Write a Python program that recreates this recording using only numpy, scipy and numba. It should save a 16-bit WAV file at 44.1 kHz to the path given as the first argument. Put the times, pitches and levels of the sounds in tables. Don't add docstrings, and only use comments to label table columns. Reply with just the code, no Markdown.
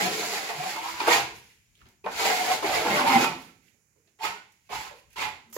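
import sys
import numpy as np
from scipy import signal
from scipy.fft import rfft, irfft, next_fast_len
from scipy.io import wavfile
from scipy.ndimage import uniform_filter1d, map_coordinates
from numba import njit

SR = 44100
rng = np.random.default_rng(int(sys.argv[2]) if len(sys.argv) > 2 else 0)


def field_ratio(decibels):
    return 10 ** (np.asarray(decibels, dtype=float) / 20)


def transcribe(signal):
    frames = np.atleast_2d(signal).T
    limited = np.clip(frames, -1, 1)
    pcm = np.round(limited * 32767).astype(np.int16)
    wavfile.write(sys.argv[1], SR, pcm)


N = 245630

# (frequency [Hz], density [dB/Hz])
QUIET = [(15, -42), (25, -26.5), (94, -1.5), (413, -21.5), (1010, -24), (2380, -19), (3480, -35),
         (7010, -13), (8240, -26), (14100, -33), (15700, -33)]
QUIET_DB = -89
# (frequency [Hz], t60 [s])
ROOM_T60 = [(100, 0.78), (300, 0.52), (700, 0.4), (2500, 0.45), (6000, 0.42), (12000, 0.34)]
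DENSE_HZ = 2600
# (frequency [Hz], correlation [-1..1])
ALIKE = [(60, 0.64), (130, 0.87), (300, 0.94), (650, 0.4), (900, 0.63), (1150, 0.017)]
# (frequency [Hz], left minus right [dB])
LEAN = [(60, 1.5), (180, -0.5), (550, 0.5), (1650, -5), (4970, -3.5), (15000, -5.5)]
# (frequency [Hz], gain [dB])
PORT = [(7400, 0), (8300, -2), (9300, 4)]
TOP_HZ = 15850
# (time [s], left minus right [dB])
BALANCE = [
    (0.0, 1.5),
    (2.698, 2),
    (3.401, -1),
    (3.701, -7.5),
    (4.299, -0.8),
    (5.57, -1.5),
]
# (time [s], rumble level [dB], fade t60 [s])
SQUEEZES = [(0.0, -65.5, 7.4), (.95, -55, 2), (1.2, -50, 0.55), (1.84, -63.5, 0.84), (2.13, -55, 0.89),
            (2.7, -40.5, 0.99), (3.05, -51.5, 1.22), (3.33, -55.5, 0.57), (4.3, -56, 0.34),
            (4.76, -46.5, 0.84), (5.22, -47, 0.81)]
SQUEEZE_RISE_S, GRIP_REST_DB = 0.28, -90

# (time [s], peak level [dB], pitch [Hz])
THUDS = [
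    (0.022, -19, 183),
    (1.72, -75.5, 297),
    (3.674, -74, 327),
    (3.741, -42.5, 330),
    (3.96, -42, 400),
    (4.911, -19.5, 523),
    (5.47, -61, 240),
]
# (time [s], brushing level [dB], fade t60 [s], footfall against brushing [dB])
SKIMS = [(1.357, -52, 1, -17.5), (1.76, -77, .5, -11), (1.846, -66.5, 0.4, -0.5), (3.419, -50, 0.36, -8),
         (3.679, -66, 0.21, -9), (3.97, -81.5, 0.5, 2.5), (4.091, -76, 0.17, 3), (4.53, -69, 0.28, -30),
         (4.675, -64, 0.079, -31), (4.99, -56.5, 0.11, -21), (5.141, -60, 0.12, -18.5),
         (5.521, -69, 0.14, 9)]
SKIM_RISE_S = 0.32
# (frequency [Hz], density [dB/Hz])
BRUSH = [(900, -40), (1500, -10), (2300, 0), (3500, -9), (7300, -10), (8300, -20), (11000, -17), (15500, -24)]
# (frequency [Hz], width [Hz], level [dB])
CORNER = [(5360, 1100, -4), (7000, 630, 4), (10690, 1200, -12.5), (12370, 700, 0), (15500, 600, -6.5)]
ZIP_S, ZIP_DB = 5.526, -45
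# (time [s], peak level [dB], low knock [dB], top [dB], crack pitch [Hz])
TAPS = [(1.0025, -25, 8.5, -30.5, 4050), (1.7527, -54, -17, -5, 3000), (1.8048, -48.5, -27, -32, 1424),
        (1.8142, -45.5, -17, -32, 1290), (1.856, -49, 1, -31, 1610), (1.866, -49.5, -7, -20, 2600),
        (1.775, -55.5, -15, -10, 4500), (1.79, -56, -13, -10, 2300), (1.8869, -55, -8.5, 2, 5000),
        (2.0418, -50, -2, -37.5, 2420), (2.061, -29, 16, -41.5, 1750), (1.078, -18.5, 12, -6.5, 1500),
        (4.7, -46, 19, -6, 2250), (2.6261, -36, 25, -24.5, 2150), (4.0748, -57, -4, -31.5, 2730),
        (4.5209, -54.5, -19, -0.5, 7000), (5.1044, -61, -45, 5.5, 2400), (5.1298, -52, -9, 2, 2500),
        (5.5008, -58, -21, 4, 1084), (5.513, -61, -27, 4, 6960), (5.5277, -38.5, -14, -1, 1170),
        (5.5642, -27.5, 6, -23, 1030)]
# (time [s], hold [s], frequency
# [Hz], rms level [dB], fade t60 [s])
SINGS = [(0.189, .08, 712, -42.5, 0.16), (.35, .1, 775, -42, 0.17), (.49, 0.05, 800, -46, 0.12),
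         (.48, 0.072, 448, -46.5, 0.17), (0.593, 0.092, 741, -37, .15), (0.755, 0.21, 327.3, -56.5, .15),
         (.755, 0.052, 873, -38, .1), (.87, 0.037, 1077, -49, 0.08), (1.003, 0.0023, 965, -30, 0.017),
         (1.004, 0.0035, 2420, -35.5, 0.039), (1.01, 0.031, 334, -42.5, 0.11),
         (1.078, 0.033, 485, -28, 0.15), (1.084, 0.026, 993, -37.5, 0.14), (1.102, 0.054, 1898, -28.5, .2),
         (1.155, 0.026, 803, -27.5, .15), (2.041, .015, 400, -45, 0.06), (2.042, 0.0031, 2460, -47, .05),
         (2.059, 0.11, 2500, -50.5, .2), (2.201, .1, 439, -40.5, .15), (2.302, 0.035, 737, -30.5, 0.089),
         (2.368, 0.058, 734, -32.5, 0.14), (2.464, 0.078, 743, -32, 0.13), (2.627, 0.0073, 523, -31, 0.03),
         (2.638, .012, 400, -31.5, 0.1), (2.644, 0.0073, 2190, -31, 0.045),
         (2.651, 0.0029, 620, -31.5, 0.036), (2.767, .04, 737, -36, .15), (2.898, 0.048, 2134, -35, 0.14),
         (3.058, .05, 918, -26.5, 0.11), (3.091, 0.022, 261, -30, 0.13), (3.125, 0.063, 793, -25.5, 0.26),
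         (3.144, 0.038, 241, -33, 0.22), (3.175, 0.073, 1328, -37.5, 0.44),
         (3.178, 0.083, 2480, -34.5, 0.29), (3.24, 0.021, 899, -32, 0.29), (4.207, 0.018, 887, -45, 0.09),
         (4.225, 0.041, 2450, -45, .3), (4.246, 0.018, 1260, -36, .1), (4.692, .12, 858, -43.5, 0.24),
         (4.911, .006, 610, -54, 0.069),
         (.02, 0.034, 186.7, -37, 0.23), (.55, 0.046, 152.5, -51, 0.21), (.835, 0.021, 803, -38, 0.072),
         (.84, .02, 1076, -40, 0.087), (1.078, .004, 1420, -30, 0.095), (1.87, 0.026, 220, -70, .1),
         (2.05, 0.037, 193, -54, .1), (2.627, 0.034, 316, -37, 0.084), (2.94, 0.11, 590, -35, .15),
         (4.19, 0.022, 426, -66, 0.11), (4.34, 0.025, 424, -56, .1), (4.31, 0.022, 1280, -45, .15),
         (4.345, 0.026, 1480, -52.5, 0.25), (4.695, 0.0079, 443, -56, 0.088), (4.691, .04, 720, -47, .15),
         (4.715, .05, 1250, -49, .15), (4.728, .05, 2300, -49, .2), (5.565, .005, 180, -44, .05),
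         (2.883, .05, 1048, -39, .12), (3.001, .04, 257, -38.5, .15), (3.098, .06, 2100, -34, .2),
         (0.774, .03, 710, -44.5, .08), (1.1, .12, 127.4, -50.5, .4), (3.1, .1, 126.6, -46.5, .4),
         (5.158, 0.0092, 400, -47.5, 0.055), (5.165, 0.098, 870, -43.5, .2), (5.2, 0.047, 2435, -43, 0.26),
         (5.46, 0.053, 227, -63, 0.11), (5.564, .005, 446, -44, .05)]
SING_RISE, SING_FLUTTER_DB, SING_DRIFT, SING_ROOM_DB = .2, 4, .012, -10

SPREAD_UP = [(0.0, -32, 740, 400, 2), (.03, -31.5, 724, 385, -0.5), (.07, -34, 740, 394, 3.5),
             (.11, -38.5, 700, 426, -4.5), (.23, -37, 740, 418, 0), (.29, -41, 710, 430, -6),
             (.34, -35.5, 740, 416, -2), (.44, -42, 753, 446, 1.5)]
SPREAD_ON = [(.5, -38, 810, 450, 4), (.57, -45, 730, 400, 2), (.64, -39, 746, 400, 2.3),
             (.72, -43, 854, 342.4, -2), (0.798, -44.5, 860, 329, 7), (.89, -43, 1005, 316.8, 1),
             (.97, -46.5, 940, 317, 5), (1.01, -38, 930, 340, 7), (1.064, -39.5, 970, 382, 5)]
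FLICK = [
    (1.072, -29, 890, 470, 13),
    (1.085, -24.5, 957, 470, 5.5),
    (1.129, -23.5, 936, 458, 1),
    (1.173, -28.5, 830, 426, 2.5),
    (1.198, -38.5, 800, 433, 2.5),
]
SWEEP = [(2.043, -58, 863, 409.3, 17.5), (2.127, -45, 865, 435.4, 0.5), (2.196, -32.5, 808, 474, 1.5),
         (2.32, -30.5, 757, 474.6, 2.5), (2.35, -36, 775, 440, -2.5), (2.4, -37, 736, 417, 0.5),
         (2.519, -31.5, 741, 486, 1.5), (2.578, -49, 754, 413, 2.5), (2.62, -49, 799, 426, 2)]
SWEEP_ON = [(2.627, -39, 753, 379.4, 1.8), (2.641, -36, 727, 419.4, 5.5), (2.716, -33.5, 726, 432, 5),
            (2.75, -31.5, 734, 479.6, 4.1), (2.831, -37.5, 730, 425, 5), (2.865, -32, 790, 314.4, 8.6),
            (2.94, -30.5, 791, 286, 4.6), (2.99, -32, 904, 285, 9.5), (3.045, -37, 845, 322.5, 13)]
CREST = [
    (3.077, -26.5, 903, 271.4, 6.5),
    (3.111, -27.5, 902.4, 277.7, 9.9),
    (3.168, -27.5, 844, 259, 6.9),
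    (3.201, -28, 857, 255.3, 1.6),
    (3.247, -31, 876, 259, 6),
]
# (landing time [s], landing level [dB], rise to full pressure [s], full level [dB], hold [s])
DABS = [
    (4.189, -56.5, 0.053, -35, 0.01),
    (4.692, -52, 0.027, -38.5, 0.1),
    (5.159, -42, 0.037, -33.5, 0.022),
    (5.531, -71.5, 0.039, -49, .01),
]
DAB_HZ, DAB_FLAP_HZ, FLAP_SAG = 881.4, 425, 0.92
LIFT_DB, LIFT_S = -13.5, 0.069
LANDING_TILT_DB, HOLD_TILT_DB, DAB_TILT_PER_DB = 4.5, 3, 1.1
DAB_HISS_DB, DAB_WALL_DB, DROOP_DB_PER_S = -6, -3, -50.5

# (multiple of the main mode, width [Hz], level [dB])
BLADE = [(.62, 50, -15.5), (.88, 45, 9.5), (1.002, 55, 16), (1.12, 50, 6.5), (1.22, 50, -3.5),
         (1.302, 56.2, -23), (1.55, 59, -18), (2.401, 87, -3.5), (2.9, 118, -19)]
QUIVER = 0.018
# (time [s], peak level [dB])
CATCHES = [(0.335, -22), (0.502, -19.5), (0.638, -22), (0.761, -16), (0.786, -19), (0.839, -27),
           (0.884, -20.5), (0.933, -36), (1.006, -26.5), (1.079, -18), (1.107, -17), (1.166, -17.5),
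           (1.216, -27), (2.313, -33.5), (2.385, -24), (2.474, -25.5), (2.624, -26), (3.154, -15),
           (4.718, -25), (4.732, -19.5), (4.76, -35.5), (4.81, -34.5)]
CATCH_DB, CATCH_RISE_S, CATCH_T60_S = -12, 0.02, 0.061
# (frequency [Hz], density [dB/Hz])
GRIT = [(590, -21), (1000, -4), (1200, -9), (1300, -3.5), (1780, -6.5), (2130, 0), (3200, -10), (4500, -19),
        (5850, -29), (9900, -120)]
# (frequency [Hz], density [dB/Hz])
HISS = [(2060, -35.5), (3500, -6), (4500, 1), (5650, -5), (7260, 1), (8550, -16.5), (11500, -11),
        (13200, -17.5), (15200, -17.5), (15700, -16.5)]
# (frequency [Hz], width [Hz], level [dB])
WALL = [(126.4, 20, -3.5), (183.5, 41, -1.5), (217, 16, 0.5), (232.2, 7, 1), (346, 21, 0), (382, 8, -2.5),
        (434, 150, -1), (601, 13, 3)]
MID_DB, REST_HZ = -32, 755
RING_DB, HISS_DB, HISS_PER_TILT, HISS_PER_DB = -2, 0.33, -0.72, -0.11
WALL_DB, WALL_PER_TILT, WALL_PER_HZ, WALL_PER_DB = -2.5, 0.066, -0.057, 0.35
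SLACK_HZ, BOOM_PER_HZ = 400, -0.071


def unit(x):
    return x / np.sqrt(np.mean(x ** 2) + 1e-20)


def along(points, hz):
    f, v = np.transpose(points)
    return np.interp(np.log(hz + 1), np.log(f + 1), v)


def wobble(rate):
    knots = rng.standard_normal(int(N * rate / SR) + 4)
    return map_coordinates(knots, [np.arange(N) * rate / SR])


def filtered(x, response):
    m = next_fast_len(N + 8192)
    return irfft(rfft(x, m) * response(np.fft.rfftfreq(m, 1 / SR)), m)[..., :N]


def band(lo_hz, hi_hz):
    return lambda f: 1 / np.sqrt((1 + (lo_hz / (f + 1)) ** 6) * (1 + (f / hi_hz) ** 6))


def modes(table):
    def response(f):
        total = 0
        for k, (centre, width, db) in enumerate(table):
            damping = 1j * f * width
            total = total + (-1) ** k * field_ratio(db) * damping / (centre * centre - f * f + damping)
        return total
    return response


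@njit
def resonate(x, turn, r):
    y = np.zeros(len(x))
    for i in range(2, len(x)):
        drive = (x[i] - x[i - 2]) * np.sqrt(1 - r)
        y[i] = 2 * r * np.cos(turn[i]) * y[i - 1] - r * r * y[i - 2] + drive
    return y


def swells(rows, rise):
    t = np.arange(N) / SR
    return np.array([field_ratio(db - 60 * np.maximum((s - t) / rise, (t - s) / t60)) for s, db, t60, *_ in rows])


def sand(per_second, spread_db, wet):
    chance, sign, size = rng.random((3, N))
    sizes = field_ratio(-spread_db * np.log(size + 0.046))
    grains = (chance < per_second / SR) * np.sign(sign - .5) * sizes
    wet = np.clip(wet, 0, 1)
    return np.sqrt(1 - wet) * unit(grains) + np.sqrt(wet) * rng.standard_normal(N)


def pair(x):
    turn = lambda f: np.arccos(np.clip(along(ALIKE, f), -1, 1)) / 2
    mid, side = filtered(x, lambda f: np.array([np.cos(turn(f)), np.sin(turn(f))]))
    return np.array([mid + side, mid - side])


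def room_tone():
    return unit(pair(filtered(rng.standard_normal((2, N)), lambda f: field_ratio(along(QUIET, f)))))


def wash(x):
    hz, t, z = signal.stft(x, SR, nperseg=128)
    t = t[t < .7]
    early = 1 + field_ratio(8 - 60 * t / .03)
    fade = (early * field_ratio(-60 * t / along(ROOM_T60, hz)[:, None])) ** 2
    source = uniform_filter1d(abs(z) ** 2, size=3, axis=0)
    power = signal.fftconvolve(source, fade / fade.sum(1, keepdims=True), axes=1)[:, :z.shape[1]]
    fresh = signal.stft(rng.standard_normal((2, N)), SR, nperseg=128)[2]
    gain = np.sqrt(abs(power) / np.mean(abs(fresh) ** 2))
    return signal.istft(fresh * gain, SR, nperseg=128)[1][:, :N]


def room(x, step=SR // 16):
    size = SR * 2 // 3
    out, fade = np.zeros((2, N + 2 * SR)), np.hanning(2 * step + 1)[:-1]
    x = np.pad(x, (step, 2 * step))
    early = 1 + field_ratio(9 - 60 * np.arange(size) / SR / 0.021)
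    for at in range(0, N + step, step):
        hz, t, z = signal.stft(rng.standard_normal((2, size)), SR, nperseg=256)
        decay = field_ratio(-60 * t / along(ROOM_T60, hz)[:, None])
        tail = early * signal.istft(z * decay, SR, nperseg=256)[1][:, :size]
        tail = tail / np.linalg.norm(tail, axis=1, keepdims=True)
        wet = signal.fftconvolve((x[at:at + 2 * step] * fade)[None], tail, axes=1)
        out[:, at:at + wet.shape[1]] += wet[:, :out.shape[1] - at]
    share = lambda f: .3 + .7 / (1 + (f / DENSE_HZ) ** 4)
    distinct = pair(filtered(out[:, step:][:, :N], lambda f: np.sqrt(share(f))))
    return distinct + filtered(wash(x[step:][:N]), lambda f: np.sqrt(1 - share(f)))


def grip():
    rumble = unit(pair(filtered(rng.standard_normal((2, N)), band(45, 130))))
    squeeze = swells(SQUEEZES, SQUEEZE_RISE_S).sum(0) + field_ratio(GRIP_REST_DB)
    return squeeze * field_ratio(3.3 * wobble(24) - 5.0) * rumble


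def thuds():
    out, t = np.zeros(N + SR), np.arange(SR // 5) / SR
    for s, db, hz in THUDS:
        dull = unit(signal.lfilter(*signal.iirpeak(hz, 1.1, SR), rng.standard_normal(len(t))))
        out[round(s * SR):][:len(t)] += field_ratio(db - 14.0 - 60 * t / 0.045) * dull
    return filtered(out[:N], band(120, 650))


def skims():
    shapes = swells(SKIMS, SKIM_RISE_S)
    brush = unit(filtered(sand(1500, spread_db=2, wet=.7), lambda f: field_ratio(along(BRUSH, f))))
    feet = unit(filtered(sand(200, spread_db=6, wet=0.94), band(120, 430)))
    feet_gain = field_ratio(np.transpose(SKIMS)[3]) @ shapes
    return field_ratio(1.5 * wobble(25) - 1.5) * (shapes.sum(0) * brush + feet_gain * feet)


def zipping():
    t = np.arange(N) / SR
    shape = np.clip((t - ZIP_S) / .002, 0, 1)
    return field_ratio(ZIP_DB) * shape * unit(filtered(sand(5600, spread_db=6.0, wet=0.78), modes(CORNER)))


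def taps():
    crack, tick, knock = np.zeros((3, N + SR))
    t = np.arange(SR // 10) / SR
    for s, db, knock_db, top_db, hz in TAPS:
        noise, at = rng.standard_normal((3, len(t))), round(s * SR)
        coloured = unit(signal.lfilter(*signal.iirpeak(hz, 2.5, SR), noise[0]))
        crack[at:at + len(t)] += field_ratio(db + 1.0 - 60 * t / 0.015) * coloured
        tick[at:at + len(t)] += field_ratio(db + top_db + 5.5 - 60 * t / 0.005) * noise[1]
        knock[at:at + len(t)] += field_ratio(db + knock_db + 2.0 - 60 * t / 0.14) * noise[2]
    bright = filtered(crack[:N], band(770, 5800)) + filtered(tick[:N], band(5400, 15000))
    return bright + filtered(knock[:N], band(320, 1100))


def sings():
    out, t = np.zeros((2, N + SR)), np.arange(SR // 2) / SR
    flutter = field_ratio(SING_FLUTTER_DB * wobble(60))
    drift = 1 + SING_DRIFT * np.pad(wobble(30), (0, SR))
    for s, hold, hz, db, t60 in SINGS:
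        at = round(s * SR)
        start, side = rng.random(2)
        rise = np.clip(t / (SING_RISE * hold + .0005), 0, 1)
        shape = rise * field_ratio(db + 4 - 60 * np.maximum(t - hold, 0) / t60)
        apart = np.sign(side - .5) * np.arccos(np.clip(along(ALIKE, hz), -1, 1)) / 2
        phase = 2 * np.pi * (hz * np.cumsum(drift[at:][:len(t)]) / SR + start)
        out[:, at:at + len(t)] += shape * np.sin(phase + np.array([[apart], [-apart]]))
    return flutter * out[:, :N]


def curves(tables, rise, fall):
    rows, pause_s = [], .08
    for k, table in enumerate(tables):
        first, last = table[0], table[-1]
        if k == 0 or first[0] - tables[k - 1][-1][0] > pause_s:
            rows += [(first[0] - rise, -110, *first[2:])]
        rows += table
        if k + 1 == len(tables) or tables[k + 1][0][0] - last[0] > pause_s:
            rows += [(last[0] + fall, -110, *last[2:])]
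    s, *cols = np.transpose(sorted(rows))
    return [np.interp(np.arange(N) / SR, s, c) for c in cols]


def stroke():
    low_hz = DAB_FLAP_HZ * FLAP_SAG
    dabs = []
    for s, land_db, rise, db, hold in DABS:
        tilt = HOLD_TILT_DB + DAB_TILT_PER_DB * (db - MID_DB)
        full, end = s + rise, s + rise + hold
        dabs.append([(s, land_db, DAB_HZ, DAB_FLAP_HZ, LANDING_TILT_DB),
                     (full, db, DAB_HZ, DAB_FLAP_HZ, tilt),
                     (end, db + DROOP_DB_PER_S * hold, DAB_HZ, low_hz, tilt),
                     (end + LIFT_S, db + LIFT_DB, DAB_HZ, low_hz, HOLD_TILT_DB)])
    return curves([SPREAD_UP, SPREAD_ON, FLICK, SWEEP, SWEEP_ON, CREST, *dabs], rise=.008, fall=.06)


def blade(push, main_hz):
    ring = np.zeros(N)
    for multiple, width, db in BLADE:
        turn = 2 * np.pi * multiple * main_hz / SR
        ring += field_ratio(db) * resonate(push, turn, np.exp(-np.pi * width / SR))
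    return ring


def trowel():
    grit_db, main_hz, flap_hz, tilt_db = stroke()
    over_db = np.clip(grit_db - MID_DB, -15, 15)
    dabbing = np.arange(N) / SR > (CREST[-1][0] + DABS[0][0]) / 2
    ring_db = RING_DB + tilt_db + 0.61 * wobble(24.97)
    hiss_db = HISS_DB + HISS_PER_TILT * tilt_db + HISS_PER_DB * over_db + DAB_HISS_DB * dabbing
    wall_db = WALL_DB + WALL_PER_TILT * tilt_db + WALL_PER_HZ * (main_hz - REST_HZ)
    wall_db = wall_db + WALL_PER_DB * over_db + DAB_WALL_DB * dabbing
    chatter = field_ratio(grit_db + 1.42 * wobble(29.94) + 0.47 * wobble(90))

    grains = sand(4000, spread_db=4.0, wet=0.35)
    grit = unit(filtered(grains, lambda f: field_ratio(along(GRIT, f))))
    hiss = unit(filtered(grains, lambda f: field_ratio(along(HISS, f))))

    lumps = sand(430, spread_db=0.0, wet=0.88)
    flap = unit(resonate(lumps, 2 * np.pi * flap_hz / SR, np.exp(-np.pi * 40 / SR)))
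    boom = field_ratio(-1.0 + BOOM_PER_HZ * (flap_hz - SLACK_HZ)) * unit(filtered(lumps, modes(WALL)))
    wall = boom + field_ratio(-3.0) * flap

    main_hz = main_hz * (1 + QUIVER * wobble(35))
    caught = swells([(s, db + CATCH_DB, CATCH_T60_S) for s, db in CATCHES], CATCH_RISE_S).sum(0)
    steady = blade(grains, main_hz).std()
    ring = blade((chatter * field_ratio(ring_db) + caught) * grains, main_hz) / steady
    return ring + chatter * (field_ratio(3.0) * grit + field_ratio(hiss_db - 0.5) * hiss + field_ratio(wall_db - 2.5) * wall)


def scene():
    work = trowel() + taps() + thuds() + skims() + zipping()
    lag = 5 * wobble(2.5)
    t = np.arange(N)
    direct = np.array([np.interp(t - np.round(side * lag), t, work) for side in (1, -1)])
    song = sings()
    near = field_ratio(-14) * direct + song
    answer = room(work + field_ratio(SING_ROOM_DB) * song.mean(0))
    heard = filtered(near + field_ratio(0.5) * answer, band(120, 29000))
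    return heard + field_ratio(QUIET_DB + 17.0) * room_tone() + grip()


def band_limit(x):
    return signal.sosfilt(signal.butter(12, 15890, fs=SR, output="sos"), x)


def record(dry):
    s, pan_db = np.transpose(BALANCE)
    balance_db = np.interp(np.arange(N) / SR, s, pan_db)
    halves = [.5, -.5]
    colour = lambda f: field_ratio(np.outer(halves, along(LEAN, f)) + along(PORT, f)) * (f < TOP_HZ)
    mix = filtered(dry, colour) * field_ratio(np.outer(halves, balance_db))
    return band_limit(mix)


dry = scene()
out = record(dry)
transcribe(out)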